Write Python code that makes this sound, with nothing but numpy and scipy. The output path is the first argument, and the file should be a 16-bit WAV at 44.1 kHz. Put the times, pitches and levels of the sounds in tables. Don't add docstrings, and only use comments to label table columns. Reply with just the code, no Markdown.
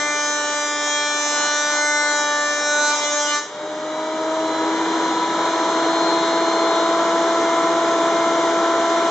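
import sys
import numpy as np
from scipy import signal
from scipy.fft import rfft, irfft
from scipy.io import wavfile
from scipy.ndimage import uniform_filter1d, map_coordinates

SR = 44100
rng = np.random.default_rng(int(sys.argv[2]) if len(sys.argv) > 2 else 0)


def field_ratio(decibels):
    return 10 ** (np.asarray(decibels, dtype=float) / 20)


def unload_audio(sound):
    columns = np.transpose(np.atleast_2d(sound))
    steps = np.round(np.clip(columns, -1, 1) * 32767)
    wavfile.write(sys.argv[1], SR, steps.astype(np.int16))


N = 401310
T = np.arange(N) / SR

# time in seconds, knife rate in Hz, bite force in dB, chip flow in dB.
CUT = [
    (0.0, 295.4, -0.5, -5),
    (0.5, 295, -0.5, -9),
    (1.4, 294.9, 2, -0.5),
    (1.89, 296.4, 0.5, 0),
    (2.35, 294.4, -1, -3.5),
    (2.82, 295.7, 0.5, 1.5),
    (2.92, 295.6, 2.5, 0.5),
    (3.15, 294.4, 1, -1),
    (3.38, 295, 1.5, -10),
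]
# multiple of the armature rate, level in dB.
ARMATURE_DB = [(2, -39.5), (4, -45), (5, -45), (6, -43.5), (7, -43), (9, -56.5), (10, -44.5), (11, -43.5),
               (16, -49.5), (18, -58.5)]
# frequency at full speed in Hz, level in dB.
GEARS_HZ_DB = [(167, -48.5), (440, -40.5), (617, -38.5), (773, -54), (857, -39), (967, -42), (1144, -41.5),
               (1492, -45.5)]
# frequency in Hz, density in dB per Hz.
ROAR_SPECTRUM = [(30, -91.5), (80, -86.5), (170, -72), (250, -66.5), (330, -61), (450, -55), (565, -60.5),
                 (650, -56.5), (850, -54.5), (1000, -54.5), (1120, -57.5), (1300, -56), (1700, -61),
                 (2600, -68.5)]
# frequency in Hz, density in dB per Hz.
WHOOSH_SPECTRUM = [(1500, -78.5), (2400, -63.5), (3300, -62.5), (4500, -62.5), (5600, -65), (7200, -68.5),
                   (8000, -77.5), (8900, -101)]
# frequency in Hz, density in dB per Hz.
CHIP_SPECTRUM = [(60, -115), (200, -78), (450, -69), (900, -61), (1600, -68), (3200, -78), (5500, -70),
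                 (7000, -71), (8000, -78), (8900, -92)]
# frequency in Hz, width in Hz.
FILTER_NULLS = [(2600, 309), (4600, 492), (5420, 240), (7900, 160), (8100, 130)]
# frequency in Hz, unrelated share in dB, left lead in rad,
# left minus right in dB.
PORTS = [(60, -25, 0, 1), (300, -30.5, .05, 1.23), (900, -21.5, 0.25, 1), (1600, -11, 0.25, 0.5),
         (2800, -4.5, 0.5, -1.5), (3500, -2.5, 0.2, 1.2), (4800, -5, 0.087, 2.3), (7000, -6, -.1, -0.4),
         (8500, -5, 0, -2)]
# frequency in Hz, gain in dB.
LEAK_DB = [(7000, -0.5), (7700, -1), (8000, -4.5), (8260, -10), (8620, -19.5), (8920, -31.5), (9100, -67)]
# frequency in Hz, width in Hz, lift in dB.
EDGE_RING = (8000, 60, 13)
# frequency in Hz, width in Hz, lift in dB.
ROOM_MODES = [(60, 11, 8), (106, 7.4, 11.5), (144, 13, 4), (191.4, 26, 10), (231, 11, 3), (263.3, 20, 10),
              (313.4, 23, 12.5), (392, 9.6, 2), (408, 17, 10), (476, 14, 3), (501, 17, 6.5), (602, 17, 3),
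              (754, 6.3, 3.5), (966, 8.5, 6.5)]
BITE_LOW_DB = [-37.5, -30, -32.5, -29.5, -30, -29, -37, -32.5]
# frequency in Hz, level in dB.
BITE_WHOLE_DB = [(2650, -38.5), (3500, -39), (4150, -35.5), (4500, -41), (5500, -32.5), (6800, -37.5),
                 (7700, -43.5), (8600, -64)]
# frequency in Hz, level in dB.
BITE_HALF_DB = [(440, -66.5), (800, -53), (2500, -51), (4200, -41.5), (4600, -44), (5400, -38),
                (6600, -45.5), (8700, -55)]
# centre in seconds,
# length in seconds, multiple of the knife rate, lift in dB.
BOARD_MODES = [(0.03, 0.3, 7, 9), (0.14, .2, 8, 5), (0.42, .2, 7, -7), (0.82, .35, 14, -4),
               (0.74, 0.16, 2, -3.5), (0.55, .25, 10, 3), (0.85, 0.27, 5, -3), (1.1, 0.35, 8, 5),
               (1.14, .15, 7, -13), (1.02, 0.28, 11, 9), (1.26, 0.14, 5, -8), (1.82, 0.95, 5, 7),
               (1.95, 0.44, 7, 11.5), (1.97, .4, 8, -8), (1.83, 0.12, 4, -1), (1.97, .3, 10, -8),
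               (2.05, 0.69, 3, 4), (2.13, .35, 14, 7.5), (2.43, 0.28, 6, 5.5), (2.336, 0.45, 2, 2.5),
               (2.45, 0.54, 4, 3), (2.38, .12, 8, -5), (2.52, 0.13, 3, -14), (2.7, .3, 11.5, -5),
               (2.82, 0.33, 5, 9), (2.9, 0.26, 3, 5.5), (2.86, 0.13, 14, 7), (2.8, .2, 22, 5),
               (2.75, .3, 10.5, -8), (2.74, .25, 2, 3)]
# (s, s, multiple, dB).
FLUTTER_MODES = [(2.92, .06, 4, 4), (2.92, .05, 8, 6), (3.0, 0.11, 5, -8), (3.05, .6, 6, -11.5),
                 (3.05, .1, 11.5, 7), (3.05, .1, 7, 6.5), (3.04, 0.049, 1, -5), (3.1, .06, 3, -2),
                 (3.14, 0.2, 2, 6), (3.17, 0.089, 6, 9), (3.17, 0.11, 22, 6.5), (3.23, 0.12, 3, 5.5),
                 (3.25, 0.098, 8, -9), (3.27, .08, 5, 4), (3.3, 0.13, 10, 7), (3.35, .08, 4, 6.5),
                 (3.34, 0.065, 8, 2), (3.34, 0.088, 7, 6), (3.4, .07, 2, -8), (3.36, 0.062, 6, 5)]
SIREN_DB = [-27.5, -21, -26.5, -31]
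BRUSH_DB = [-38.5, -33.5, -41]
# frequency in Hz, width in Hz, lift in dB.
STANDING_LOW = [(301.4, 4.3, -15.5), (322.1, 6.6, 6.5), (329.3, 2.9, -3), (638, 5.2, 5),
                (651.4, 8.9, -28.5), (895, 30, -15), (927, 12, -7.5), (982, 3.1, 7), (1220, 22, -8),
                (1297, 5.6, -14), (1324, 5, -14.5), (1038, 11, 0.5), (1338, 6, 1.5), (331, 2, 3.5)]
# frequency in Hz, width in Hz, lift in dB.
STANDING_HIGH = [(3300, 200, -6), (3810, 25, 4), (3858, 30, -7), (3840, 20, 5), (3920, 60, 7),
                 (4038, 35, 9), (4092, 8, 4), (4116, 12, 6), (4166, 18, 10), (4183, 12, 9), (4203, 12, -9)]

ARMATURE_PER_KNIFE = 1.0484
FULL_HZ = 334
LOOSE_S, OUT_S, FADE_S = 2.92, 3.40, 0.21
FREE_HZ, JUMP_SHARE, JUMP_S, SPIN_UP_S = 334.9, 0.12, 0.4, 1.19
BOARD_Q, RING_OUT_DB_PER_S, STAGGER_S = 20, 180, 0.04
JOLT_S, JOLT_PER_S = 0.04, 60
DUCK_DB, DUCK_PER_CHIP_DB, DUCK_PER_FORCE_DB = -17.5, 0.53, 1.7
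REOPEN_DB, OPEN_DB_PER_S, OPEN_DB = -10.5, 7, 1
SHADOW_S, SHADOW_LENGTH_S, SHADOW_DB = 5.23, 0.35, -2
WHOOSH_CUT_DB, WHOOSH_FREE_DB, WHOOSH_FOLLOW = 2, -3.5, 0.94
CAMERA_HZ, BASS_CUT_HZ, NULL_DEPTH = 16000, 70, 0.022


def curves(rows):
    s, *columns = np.transpose(rows)
    return [np.interp(T, s, c) for c in columns]


def across(rows, hz):
    at_hz, *columns = np.transpose(rows)
    return [np.interp(np.log(hz + 1), np.log(at_hz), c) for c in columns]


def lift(hz, modes):
    return field_ratio(sum(db / (1 + (2 * (hz - f) / width) ** 2) for f, width, db in modes))


def drift(clock):
    marks = rng.standard_normal((2, int(clock[-1]) + 4))
    coarse = clock[::64]
    re, im = (map_coordinates(m, coarse[None], order=3) for m in marks)
    return np.interp(clock, coarse, re + 1j * im) / np.sqrt(2)


def at_ports(mid, side, lead_rad, pan_db):
    tilt = field_ratio(pan_db / 2) * np.exp(0.5j * lead_rad)
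    return np.array([mid * tilt + side, mid / tilt - side])


def air(spectrum, gate=1, flicker_db=0):
    hz = np.fft.rfftfreq(N, 1 / SR)
    share_db, lead_rad, pan_db = across(PORTS, hz)
    flicker = field_ratio(flicker_db * drift(T * 9).real)
    mid, side = rfft(rng.standard_normal((2, N)) * gate * flicker)
    shape = field_ratio(across(spectrum, hz)[0]) * lift(hz, ROOM_MODES) * np.sqrt(SR / 2)
    shape = shape * (hz < spectrum[-1][0])
    return irfft(shape * at_ports(mid, side * field_ratio(share_db), lead_rad, pan_db), N)


def tone(multiple, db, turns, clock, waver, wide=1.0):
    share_db, lead_rad, pan_db = across(PORTS, multiple * FULL_HZ)
    wander = rng.random() + 0.25 * drift(clock / 4).real
    wave = field_ratio(db) * np.sqrt(2) * np.exp(2j * np.pi * (multiple * turns + wander))
    mid = (1 + waver * drift(clock)) / np.sqrt(1 + waver ** 2)
    side = wide * field_ratio(share_db) * drift(clock)
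    return (at_ports(mid, side, lead_rad, pan_db) * wave).real


def standing(hz):
    return np.interp(T, T[::256], lift(hz[::256], STANDING_LOW + STANDING_HIGH))


def head_speed(load_hz):
    free_s = np.maximum(T - OUT_S, 0)
    lag = JUMP_SHARE * np.exp(-free_s / JUMP_S) + (1 - JUMP_SHARE) * np.exp(-free_s / SPIN_UP_S)
    return FREE_HZ - (FREE_HZ - load_hz) * lag


def gain_control(force_db, chip_db):
    ducked_db = DUCK_DB - DUCK_PER_CHIP_DB * chip_db - DUCK_PER_FORCE_DB * force_db
    rising_db = REOPEN_DB + OPEN_DB_PER_S * np.maximum(T - OUT_S, 0)
    open_db = uniform_filter1d(np.minimum(rising_db, OPEN_DB), SR // 4)
    open_db = open_db + SHADOW_DB * np.exp(-(2 * (T - SHADOW_S) / SHADOW_LENGTH_S) ** 2)
    return ducked_db, open_db


def hood_roar(gain_db):
    return air(ROAR_SPECTRUM, flicker_db=0.06) * field_ratio(gain_db)


def fan_whoosh(engaged, ducked_db, open_db):
    cut_db = ducked_db + WHOOSH_CUT_DB
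    free_db = WHOOSH_FREE_DB + WHOOSH_FOLLOW * open_db
    return air(WHOOSH_SPECTRUM, flicker_db=0.2) * field_ratio(engaged * cut_db + (1 - engaged) * free_db)


def motor(turns, knife_hz, gain_db):
    out = np.zeros((2, N))
    for order, db in zip([1, 3, 12], BRUSH_DB):
        k = order * ARMATURE_PER_KNIFE
        out += tone(k, db + gain_db, turns, T * 9, waver=0.25, wide=0.7) * standing(k * knife_hz)
    for order, db in ARMATURE_DB:
        k = order * ARMATURE_PER_KNIFE
        out += tone(k, db + gain_db, turns, T * 4, waver=1.6) * standing(k * knife_hz)
    for hz, db in GEARS_HZ_DB:
        out += tone(hz / FULL_HZ, db + gain_db, turns, T * 3, waver=0.84)
    return out


def siren(turns, knife_hz, gain_db):
    out = np.zeros((2, N))
    for k, db in enumerate(SIREN_DB, 1):
        out += tone(k, db + gain_db, turns, T * 12, waver=0.082, wide=0.6) * standing(k * knife_hz)
    return out


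def flying_chips(turns, chip_db):
    puffs = 1 + 0.3 * np.cos(2 * np.pi * turns)
    return air(CHIP_SPECTRUM, puffs, flicker_db=3.0) * field_ratio(chip_db)


def board_lift_db(multiple, t):
    return sum(db * np.exp(-(BOARD_Q * np.log(multiple / k)) ** 2 - (2 * (t - s) / length_s) ** 4)
               for s, length_s, k, db in BOARD_MODES + FLUTTER_MODES if abs(multiple - k) < 1.6)


def ring_out_db(t):
    return -RING_OUT_DB_PER_S * np.maximum(t - OUT_S + STAGGER_S * rng.random(), 0)


def bite(turns, force_db):
    end = int(3.7 * SR)
    t, turns, force_db = T[:end], turns[:end], force_db[:end]
    jolt = JOLT_PER_S * np.exp(-((t - LOOSE_S - JOLT_S / 2) / JOLT_S * 2) ** 2)
    clock = np.cumsum(np.where(t < LOOSE_S, 5.0, 20.0) + jolt) / SR
    out = np.zeros((2, end))
    for k, low_db in enumerate(BITE_LOW_DB, 1):
        db = low_db + board_lift_db(k, t) + ring_out_db(t)
        out += tone(k, db, turns, clock, waver=0.14, wide=0.61)
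    upper = [(k, BITE_WHOLE_DB) for k in range(9, 30)]
    upper += [(k + 0.5, BITE_HALF_DB) for k in range(1, 30)]
    for k, shape in upper:
        db = across(shape, k * CUT[0][1])[0] + force_db + ring_out_db(t)
        if k >= 9:
            db = db + board_lift_db(k, t)
        out += tone(k, db, turns, clock * k / 10.5, waver=1.42)
    return np.pad(out, ((0, 0), (0, N - end)))


def scene():
    load_hz, force_db, chip_db = curves(CUT)
    knife_hz = head_speed(load_hz)
    turns = np.cumsum(knife_hz) / SR
    engaged = np.clip(1 - (T - OUT_S) / FADE_S, 0, 1)
    ducked_db, open_db = gain_control(force_db, chip_db)
    gain_db = engaged * ducked_db + (1 - engaged) * open_db
    mix = hood_roar(gain_db) + fan_whoosh(engaged, ducked_db, open_db)
    mix += motor(turns, knife_hz, gain_db)
    mix += siren(turns, knife_hz, gain_db) * (1 - engaged)
    mix += flying_chips(turns, chip_db) * engaged
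    return mix + bite(np.cumsum(load_hz) / SR, force_db)


def band_limit(x):
    return signal.sosfilt(signal.butter(12, 8880, fs=SR, output="sos"), x)


def record(dry):
    hz = np.fft.rfftfreq(N, 1 / SR)
    spectrum = rfft(dry) / (1 + (BASS_CUT_HZ / (hz + 1)) ** 2)
    fold = int(CAMERA_HZ * N / SR)
    spectrum[:, :fold + 1] += np.conj(spectrum[:, fold::-1])
    for f, width, in FILTER_NULLS:
        spectrum = spectrum * (hz - f - 1j * width * NULL_DEPTH) / (hz - f - 1j * width)
    spectrum = spectrum * lift(hz, [EDGE_RING]) * field_ratio(across(LEAK_DB, hz)[0])
    mix = irfft(spectrum, N)
    return band_limit(mix)


dry = scene()
out = record(dry)
unload_audio(out)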